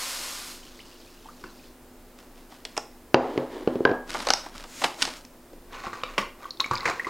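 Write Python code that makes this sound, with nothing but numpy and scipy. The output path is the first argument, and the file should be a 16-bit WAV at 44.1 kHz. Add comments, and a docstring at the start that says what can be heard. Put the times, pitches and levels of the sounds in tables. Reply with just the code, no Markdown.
"""Sugar into a pitcher of drink, then a stir

Sugar slides from a glass cup into a plastic pitcher of drink: grains hiss, then fizz faintly with a few bubbles.
The cup is set on the counter, in thuds and cracks over ringing modes, and chatters to rest; the paper sugar bag
crackles in noise bursts as it is put aside. A spoon stirs the drink with noisy slaps, modal ticks and plops of
rising pitch. A small kitchen answers as decaying noise; the microphone is close and nearly mono."""
import sys
import numpy as np
from scipy import signal
from scipy.fft import rfft, irfft, next_fast_len
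from scipy.io import wavfile
from scipy.ndimage import map_coordinates

SR = 44100
rng = np.random.default_rng(int(sys.argv[2]) if len(sys.argv) > 2 else 0)


def inscribe(sig):
    """Save sig as 16-bit PCM at rate SR to the path in sys.argv[1].

    A 1-D sig is mono; a 2-D sig holds one channel per row.
    Samples are clipped to [-1, 1] before scaling.
    """
    pcm = np.round(np.clip(np.atleast_2d(sig).T, -1, 1) * 32767)
    wavfile.write(sys.argv[1], SR, pcm.astype(np.int16))


N = 312669
TIME = np.arange(N) / SR  # the whole scene, in seconds
HIT = np.arange(SR // 2) / SR  # half a second for each single hit


def amp(db):
    """Decibels to gain."""
    return 10 ** (np.asarray(db) / 20)


def unit(x):
    """Scale to rms 1."""
    return x / np.sqrt(np.mean(x ** 2) + 1e-20)


def along(points, hz):
    """Read a curve of (Hz, value) points on a log frequency axis."""
    f, v = np.transpose(points)
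    return np.interp(np.log(hz + 1), np.log(f + 1), v)


def level(rows):
    """Gain per sample from (s, dB) rows, practically silent outside them."""
    return amp(np.interp(TIME, *np.transpose(rows), left=-120, right=-120))


def wobble(rate):
    """A smooth random curve with rate knots a second."""
    knots = rng.standard_normal(int(N * rate / SR) + 4)
    return map_coordinates(knots, [TIME * rate])


def filtered(x, response):
    """Shape x by a response given as a function of frequency."""
    n = x.shape[-1]
    padded = next_fast_len(n + SR // 8)
    spectrum = rfft(x, padded) * response(np.fft.rfftfreq(padded, 1 / SR))
    return irfft(spectrum, padded)[..., :n]


def coloured(x, spectrum):
    """Shape x by a (Hz, dB) curve, at rms 1."""
    return unit(filtered(x, lambda hz: amp(along(spectrum, hz))))


def fade(t60, attack):
    """Envelope of a hit: a quick rise and an exponential decay, both in seconds."""
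    return amp(-60 * HIT / t60) * (1 - np.exp(-HIT / attack))


def ring(modes, scatter_db, attack, diffuse=0):
    """Damped modes, struck at slightly new strengths; diffuse ones start at any phase."""
    out = np.zeros(len(HIT))
    for hz, db, t60 in modes:
        strength = amp(db + scatter_db * rng.normal())
        start_cycle = diffuse * rng.random()
        out += strength * fade(t60, attack) * np.sin(2 * np.pi * (hz * HIT + start_cycle))
    return out


def burst(spectrum, t60, attack, focus_hz=1000, focus_db=0):
    """A dying puff of noise, lifted around one pitch."""
    def shape(hz):
        octaves_off = np.log2((hz + 1) / focus_hz)
        return amp(along(spectrum, hz) + focus_db * np.exp(-(2 * octaves_off) ** 2))

    envelope = fade(t60, attack)
    puff = filtered(rng.standard_normal(len(HIT)), shape) * envelope
    return unit(puff) * np.sqrt(np.mean(envelope ** 2))


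def grains(rate, spread_db):
    """Random tiny impacts of uneven size, rate of them a second on average, rms 1."""
    sizes = amp(spread_db * np.clip(rng.standard_normal(N), -2, 2)) * rng.choice([-1, 1], N)
    return unit(sizes * (rng.random(N) < rate / SR))


def add(track, s, sound):
    """Mix a sound into a track at time s."""
    part = track[max(round(s * SR), 0):][:len(sound)]
    part += sound[:len(part)]


def strokes(rows, attack, release, trend_db):
    """Gain of (start, length, dB) strokes that drift by trend_db, with edges of 20 dB per attack or release."""
    out = np.zeros(N)
    for start, length, db in rows:
        before = np.maximum(start - TIME, 0) / attack
        after = np.maximum(TIME - start - length, 0) / release
        drift = trend_db * np.clip((TIME - start) / length, 0, 1)
        out += amp(db + drift - 20 * np.minimum(before + after, 10))
    return out


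def bubble(hz, t60, rise):
    """A pocket of air rings and climbs in pitch as it nears the surface."""
    pitch = hz * (1 + rise * np.minimum(HIT / t60, 1))
    return fade(t60, attack=0.000094) * np.sin(2 * np.pi * np.cumsum(pitch) / SR)


def froth(start, end, count, centre_hz, octaves, cycles):
    """A swarm of small bubbles, each dying within some cycles; rms 1 over the swarm's span."""
    out = np.zeros(N)
    for when, pitch, size in rng.random((count, 3)):
        hz = centre_hz * 2 ** (octaves * (2 * pitch - 1))
        add(out, start + when * (end - start), amp(-14 * size) * bubble(hz, cycles / hz, rise=0.22))
    return unit(out) * np.sqrt((end - start) * SR / N)


def plop(hz, t60, rise):
    """A bubble's tone swells as it pinches off, roughened by the film tearing around it."""
    pinch_cycles = 1.3  # time constant of the swell
    film = [(hz / 1.5, -35), (hz, 0), (1.25 * hz, -3), (2 * hz, -30)]
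    swell = 1 - np.exp(-HIT * hz / pinch_cycles)
    return swell * bubble(hz, t60, rise) + .3 * burst(film, t60, attack=.001)


def room_tail():
    """A diffuse decay of energy 1: noise whose decay time depends on frequency."""
    # Reverberation of the kitchen. Each row: frequency in Hz, t60 in seconds.
    decay_times = [(150, 0.4), (400, 0.41), (1000, 0.38), (2800, 0.34), (7300, 0.32), (15000, 0.49)]
    hz, t, z = signal.stft(rng.standard_normal(len(HIT)), SR, nperseg=256)
    decay = amp(-60 * t / along(decay_times, hz)[:, None])
    tail = signal.istft(z * decay, SR)[1][:len(HIT)]
    tail = tail * (1 - np.exp(-HIT / 0.001))
    return tail / np.linalg.norm(tail)


def kitchen(x, wet_db):
    """The direct sound and the room's answer."""
    return x + amp(wet_db) * signal.fftconvolve(x, room_tail())[:len(x)]


def sugar():
    """Crystals hiss over the glass; as the flow dulls, their fizz in the drink remains."""
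    # Flow of the sugar. Each row: time in seconds, relative level in dB.
    pour = [(0.0, -33.5), (0.284, -37), (0.554, -44), (0.608, -50), (0.772, -54), (1.18, -58), (1.682, -58),
            (1.79, -81)]
    # Colour of the dry hiss. Each row: frequency in Hz, density in dB per Hz.
    dry_sugar = [(180, -33), (300, -13), (470, -14), (519, -8), (761, -9.5), (1060, -3), (1840, -7.5),
                 (2030, -4.5), (2980, -6.5), (4980, -3.5), (7930, -7.5), (14000, -15), (16000, -31.5)]
    # Colour of sugar entering the drink. Each row: frequency in Hz, density in dB per Hz.
    sinking = [(470, -41), (800, -30), (935, -12), (1040, -9), (1890, -15.5), (4940, -10), (5980, -11.5),
               (14000, -30.5)]
    sliding = np.interp(TIME, [.52, .66], [1, 0])  # crossfade from hiss to fizz
    hiss = coloured(grains(rate=9000, spread_db=1), dry_sugar)
    fizz = amp(-2) * coloured(grains(rate=1200, spread_db=4), sinking)
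    fizz += amp(-6) * froth(.6, 1.7, count=170, centre_hz=3900, octaves=.7, cycles=90)
    blend = sliding * hiss + (1 - sliding) * fizz
    return kitchen(amp(0.5) * level(pour) * blend, wet_db=-6.0)


def room_tone():
    """Steady air noise with a swelling low rumble and a wavering appliance hum."""
    # Colour of the air noise. Each row: frequency in Hz, density in dB per Hz.
    air_colour = [(30, -11), (60, -13.5), (160, -12.5), (210, -11.5), (250, -4.5), (340, -9.5),
                  (480, -10.5), (700, -14), (1400, -20.5), (3200, -28.5), (8000, -31), (16000, -31)]
    # Tones of an appliance. Each row: frequency in Hz, mean rms level in dB.
    hum_tones = [(247.6, -60), (349.9, -62.5)]
    rumble_colour = [(12, -21), (26, 4), (38, -27), (70, -16.5), (130, -51.0), (400, -80)]  # Hz, dB per Hz
    air = amp(-52.5) * coloured(rng.standard_normal(N), air_colour)
    swells = amp(-53.5 + 2 * wobble(5.5))
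    rumble = swells * coloured(rng.standard_normal(N), rumble_colour)
    hum = np.zeros(N)
    for hz, db in hum_tones:
        strength = amp(db + 0.8 * wobble(4.8)) * np.sqrt(2)
        hum += strength * np.sin(2 * np.pi * hz * TIME + 0.28 * wobble(3.0))
    return air + rumble + hum


def drink():
    """Stirring sloshes and froths; slaps thump the plastic wall and trapped air plops."""
    # Sugar and spoon strike the drink and the pitcher wall.
    # Each row: time in seconds, level in dB, pitch in Hz, t60 in seconds.
    slaps = [(1.439, -28, 1380, 0.019), (5.532, -44.5, 704, 0.027), (5.868, -26.5, 1060, 0.055),
             (5.931, -28.5, 1410, 0.059), (6.035, -16.5, 3320, 0.018), (6.1797, -11.5, 2500, 0.037),
             (6.599, -23.5, 3000, 0.04), (6.643, -27, 3000, 0.013), (6.661, -23.5, 6070, 0.011),
             (6.711, -16.5, 1120, 0.048), (6.733, -25, 1270, 0.079), (6.855, -15.5, 2180, 0.042),
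             (6.898, -28, 1100, 0.074), (7.068, -28.5, 1150, 0.16)]
    # Colour of a splash. Each row: frequency in Hz, density in dB per Hz.
    splash = [(71, -59), (120, -14), (217, -22), (492, -3.5), (697, -11.5), (1140, 1), (1340, -7),
              (2480, -11.5), (3040, -18.5), (4130, -16), (6620, -20.5), (16000, -53.5)]
    # Modes of the pitcher wall. Each row: frequency in Hz, level in dB, t60 in seconds.
    pitcher = [(124, -11.5, 0.08), (209, -6, 0.059), (352.4, 1, 0.065), (499, 3, 0.035), (663, 0.5, 0.011)]
    # The spoon sweeps through the drink. Each row: start in seconds, length in seconds, level at the start in dB.
    stir = [(5.73, 0.071, -42.5), (5.85, 0.037, -39.5), (5.94, 0.069, -45.5), (6.08, 0.052, -43),
            (6.20, 0.017, -37), (6.425, 0.049, -44), (6.72, 0.082, -42.5), (6.865, 0.044, -29),
            (6.95, 0.07, -45.5), (7.07, 0.03, -43)]
    # Single bubbles. 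Each row: time in seconds, level in dB, pitch in Hz, share the pitch climbs a second.
    bubbles = [(0.792, -40, 1970, 25), (0.802, -37, 2850, 15), (1.256, -36.5, 830, 8.2),
               (1.286, -33, 1070, 20), (6.183, -21, 1150, 2.2), (6.185, -30, 201, 1.2),
               (6.43, -35, 1175, 2), (6.454, -26.5, 1110, 2), (6.607, -19.5, 1052, 3.2),
               (6.6425, -18.5, 2166, 7.4), (6.725, -27, 1450, 7), (6.734, -19, 1127, 5),
               (6.764, -28, 2280, 5), (6.808, -31, 2030, 5.3), (6.831, -24, 1074, 3.4),
               (6.856, -21, 2060, 9), (6.868, -26, 855, 6), (6.899, -20.5, 1070, 3.7),
               (6.915, -25.5, 2230, 3.6), (6.996, -16, 1827, 11), (7.046, -23, 1970, 7.1)]
    wall_db, wall_db_per_octave = -3.5, -11  # thump under a 1 kHz slap; small, high slaps hardly move it
    bubble_t60_s, shortening = 0.051, 0.56  # ring time at 1 kHz; exponent of its fall with pitch

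    spray = grains(rate=1100, spread_db=4) * amp(2.5 * wobble(50))
    slosh = amp(-0.5) * coloured(spray, splash)
    slosh += amp(-6) * froth(5.7, 7.09, count=220, centre_hz=1700, octaves=1.3, cycles=30)
    out = kitchen(strokes(stir, attack=0.049, release=0.043, trend_db=-2.5) * slosh, wet_db=-5)
    for s, db, hz, t60 in slaps:
        slap = burst(splash, t60, attack=.0005, focus_hz=hz, focus_db=9)
        thump_db = wall_db + wall_db_per_octave * np.log2(hz / 1000)
        wall = amp(thump_db) * ring(pitcher, scatter_db=4.5, attack=0.0013)
        add(out, s, amp(db) * kitchen(slap + wall, wet_db=-4.5))
    for s, db, hz, climb in bubbles:
        t60 = bubble_t60_s * (1000 / hz) ** shortening
        add(out, s, amp(db) * kitchen(plop(hz, t60, climb * t60), wet_db=-8.5))
    return out


def bag():
    """Creases snap and drum the hollow bag, over the rub of paper and hand."""
    # The bag buckles. 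Each row: time in seconds, level in dB, pitch of the crease in Hz,
    # relative level of the hollow body in dB.
    snaps = [(2.521, -47, 2200, 5), (2.651, -25, 3400, -13), (2.767, -29, 2430, -2.5),
             (2.777, -16, 5800, 0.5), (4.146, -36.5, 2040, 14), (4.202, -30.5, 3800, 1),
             (4.270, -20.5, 3530, 3), (4.287, -17, 3970, -2), (4.304, -6.5, 4700, -2.5),
             (4.336, -7, 5200, -10), (4.462, -42.5, 2000, 9.5), (4.639, -36.5, 2480, 0.5),
             (4.817, -30.5, 2000, 4.5), (4.839, -19, 2600, 1.5), (4.843, -13.5, 3200, -2),
             (5.021, -13.5, 3000, -35), (5.025, -11.5, 3280, -30), (5.052, -18.5, 5000, -9),
             (5.074, -31.5, 1500, -1), (5.250, -36, 6100, -21)]
    # Colour of crisp paper. Each row: frequency in Hz, density in dB per Hz.
    paper = [(80, -45), (250, -5.5), (800, -8.5), (2000, 0.5), (3000, -0.5), (5500, -1), (8000, -7.5),
             (12000, -22.5), (16000, -42)]
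    # Colour of the hollow bag. Each row: frequency in Hz, density in dB per Hz.
    bag_body = [(60, -45), (150, -56), (330, 1), (520, 0.5), (850, 8.5), (1300, -1.5), (2500, -9.5),
                (6000, -45)]
    # Fingers squeeze and shift the bag. Each row: start in seconds, length in seconds, relative level in dB.
    rustle = [(2.19, 0.02, -54), (2.37, 0.03, -56.5), (2.52, 0.03, -51.5), (2.69, 0.093, -59),
              (4.10, 0.19, -37.5), (4.38, 0.09, -49.5), (4.55, 0.055, -44), (4.825, 0.043, -34),
              (5.01, 0.063, -38), (5.13, 0.033, -52)]
    # Colour of the rubbing. Each row: frequency in Hz, density in dB per Hz.
    rubbing = [(88, -40), (150, -8), (280, 2.5), (439, -7.5), (649, 1), (744, -12), (1020, -0.5),
               (2010, -7.5), (5240, -10.5), (12900, -25.5), (16000, -50)]
    # A hand speeds up along the paper and lifts off.
    # Each row: start in seconds, length in seconds, relative level at the start in dB.
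    swishes = [(4.69, 0.12, -52.5), (4.99, 0.025, -50.5), (5.15, 0.023, -59.5)]
    # Colour of the hand on smooth paper. Each row: frequency in Hz, density in dB per Hz.
    smooth_paper = [(500, -8), (2000, -4.5), (4000, -6.5), (6800, -2.5), (10000, -13), (15000, -20)]
    crease_cycles = 70  # a crease dies within this many cycles: small, high ones are the shortest

    clumps = amp(2.2 * wobble(70))
    crumple = coloured(grains(rate=2600, spread_db=4) * clumps, rubbing)
    crumple += amp(-6) * coloured(grains(rate=70, spread_db=4), paper)
    rub = strokes(rustle, attack=0.028, release=0.11, trend_db=-4.0) * crumple
    smooth = coloured(rng.standard_normal(N), smooth_paper)
    swish = strokes(swishes, attack=0.072, release=0.047, trend_db=10.5) * smooth
    out = kitchen(amp(2) * (rub + swish), wet_db=-10.0)
    for s, db, hz, body_db in snaps:
        t60 = crease_cycles / hz
        crease = burst(paper, t60, attack=.00015, focus_hz=hz, focus_db=6)
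        body = amp(body_db + 1.5) * burst(bag_body, 1.81 * t60, attack=0.0011)
        add(out, s, amp(db) * kitchen(crease + body, wet_db=-8.5))
    return out


def cup():
    """The thick glass thuds on the counter, drags, rocks, and rings as it chatters to rest."""
    # The cup meets the counter; its hard rim cracks and clatters more than its flat foot.
    # Each row: time in seconds, level of the knock in dB, relative level of the crack in dB.
    knocks = [(3.144, 4, -8), (3.36, -17, -38.5), (3.377, -5, -17), (3.675, -4.5, -20.5),
              (3.756, -11, -23.5), (3.806, -12, -32), (3.852, -3, -6.5)]
    # The counter gives under the cup. Each row: frequency in Hz, level in dB, t60 in seconds.
    thud_modes = [(382, 4.5, 0.014), (281, -5, 0.0086), (603, 0, 0.0037), (137, -30, 0.17)]
    # Lasting ring of the counter top. Each row: frequency in Hz, level in dB, t60 in seconds.
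    counter = [(250.4, 2, 0.35), (333.4, 1.5, 0.23), (414.6, -1, 0.21), (455, -0.5, 0.15),
               (535.6, -2, 0.27), (794, -1.5, 0.077)]
    # Modes of the cup. Each row: frequency in Hz, level in dB, t60 in seconds.
    glass = [(1018, 6.5, 0.066), (1564, 16.5, 0.03), (1640, -9.5, 0.48), (1700, -15, 0.36)]
    # Colour of the crack. Each row: frequency in Hz, density in dB per Hz.
    crack_colour = [(300, -13), (800, 23), (1400, 9.5), (3000, 8.5), (5500, -4), (7500, -25),
                    (15000, -64.5)]
    # Colour of loose things shaken on the counter. Each row: frequency in Hz, density in dB per Hz.
    clatter_colour = [(120, -25), (250, -20), (450, 7.5), (800, 5.5), (1300, -5), (2000, -15.5),
                      (4000, -33), (7000, -36.5), (12000, -89)]
    # The cup drags between knocks. Each row: start in seconds, length in seconds, level at the start in dB.
    slides = [(3.24, 0.17, -36), (3.545, 0.066, -35), (3.70, 0.15, -43.5)]
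    # Colour of the drag. Each row: frequency in Hz, density in dB per Hz.
    scrape = [(88, -59), (150, -34.5), (229, -12), (408, -4), (680, -21.5), (885, -17), (1330, -29.5),
              (1760, -25.5), (2680, -35.5), (2920, -30), (10000, -50.5), (13000, -73), (22000, -120)]
    flight_s, shrink = 0.022, 0.94  # first flight of the chatter; each flight over the one before
    chatter_db, chatter_crack_db = -9.5, -17.5  # equal bounces after the last knock
    clatter_db, clatter_per_crack = -12.5, 0.8  # clatter at a 0 dB crack; dB gained per dB of crack

    drag = coloured(grains(rate=2500, spread_db=4), scrape)
    out = strokes(slides, attack=0.088, release=0.2, trend_db=-3.5) * drag
    radiation = lambda hz: (1j * hz / (1j * hz + 110)) ** 2  # a board hardly radiates deep bass
    let_go = knocks[-1][0]
    landings = let_go + np.cumsum(flight_s * shrink ** np.arange(3))
    chatter = [(s, chatter_db, chatter_crack_db) for s in landings]
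    for s, db, crack_db in knocks + chatter:
        thud = amp(3.0) * filtered(ring(thud_modes, scatter_db=2.5, attack=0.0016), radiation)
        board = amp(-23.0) * ring(counter, scatter_db=3, attack=0.0052, diffuse=True)
        crack = amp(crack_db) * burst(crack_colour, t60=0.013, attack=.0001)
        shaken = amp(clatter_db + clatter_per_crack * crack_db)
        clatter = shaken * burst(clatter_colour, t60=0.43, attack=0.00067)
        knock = kitchen(thud, wet_db=-9.5) + kitchen(crack, wet_db=-11.0) + board + clatter
        add(out, s, amp(db) * knock)
    # the freed cup rings at its last knock
    freed = ring(glass, scatter_db=3.0, attack=0.00064, diffuse=True)
    add(out, let_go, amp(-20) * kitchen(freed, wet_db=-8))
    return out


def spoon():
    """The steel bowl of the spoon rings briefly at each touch."""
    # Ticks under the surface; the deeper the spoon, the lower it rings.
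    # Each row: time in seconds, level in dB, pitch as a multiple of the modes.
    ticks = [(6.507, -21.5, 1.02), (6.572, -36, 0.95), (6.6034, -11, 1.0), (6.754, -20.5, 1.15),
             (6.775, -26, 1.1), (6.781, -25.5, 0.96), (6.806, -26, 1.04)]
    # The spoon, damped by the drink. Each row: frequency in Hz, level in dB, t60 in seconds.
    spoon_modes = [(3820, -1, 0.012), (4230, -3.5, 0.016), (4700, -6, 0.012), (5300, -11, 0.011),
                   (6460, -13, 0.0073)]
    out = np.zeros(N)
    for s, db, pitch in ticks:
        modes = [(pitch * hz, mode_db, t60) for hz, mode_db, t60 in spoon_modes]
        tick = ring(modes, scatter_db=3.0, attack=0.00025, diffuse=True)
        add(out, s, amp(db) * kitchen(tick, wet_db=-9.5))
    return out


def scene():
    """The two channels are almost the same; only a faint extra room decay and a faint hiss differ."""
    mid = sugar() + room_tone() + drink() + bag() + cup() + spoon()
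    side = amp(-38) * signal.fftconvolve(mid, room_tail())[:N]
    hiss = amp(-63.5) * rng.standard_normal((2, N))
    return np.array([mid + side, mid - side]) + hiss


def gain_control(x, limit_db, recovery):
    """Loud peaks duck the gain within milliseconds; it climbs back at recovery dB a second."""
    excess = np.maximum(20 * np.log10(np.abs(x).max(axis=0) + 1e-9) - limit_db, 0)
    held = np.maximum.accumulate(excess + recovery * TIME) - recovery * TIME
    lag = np.exp(-1 / (0.0054 * SR))  # 5.4 ms smoothing
    return x * amp(-signal.lfilter([1 - lag], [1, -lag], held))


def record(dry):
    """A narrow microphone notch, gain control, clipping at full scale and a band limit."""
    top_hz = 15950
    notch = lambda hz: 1 - .8 / (1 + ((hz - 5915) / 50) ** 2)
    controlled = gain_control(filtered(dry, notch), limit_db=-3.5, recovery=45)
    clipped = np.clip(controlled, -1, 1)
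    return filtered(clipped, lambda hz: hz < top_hz)


dry = scene()
out = record(dry)
inscribe(out)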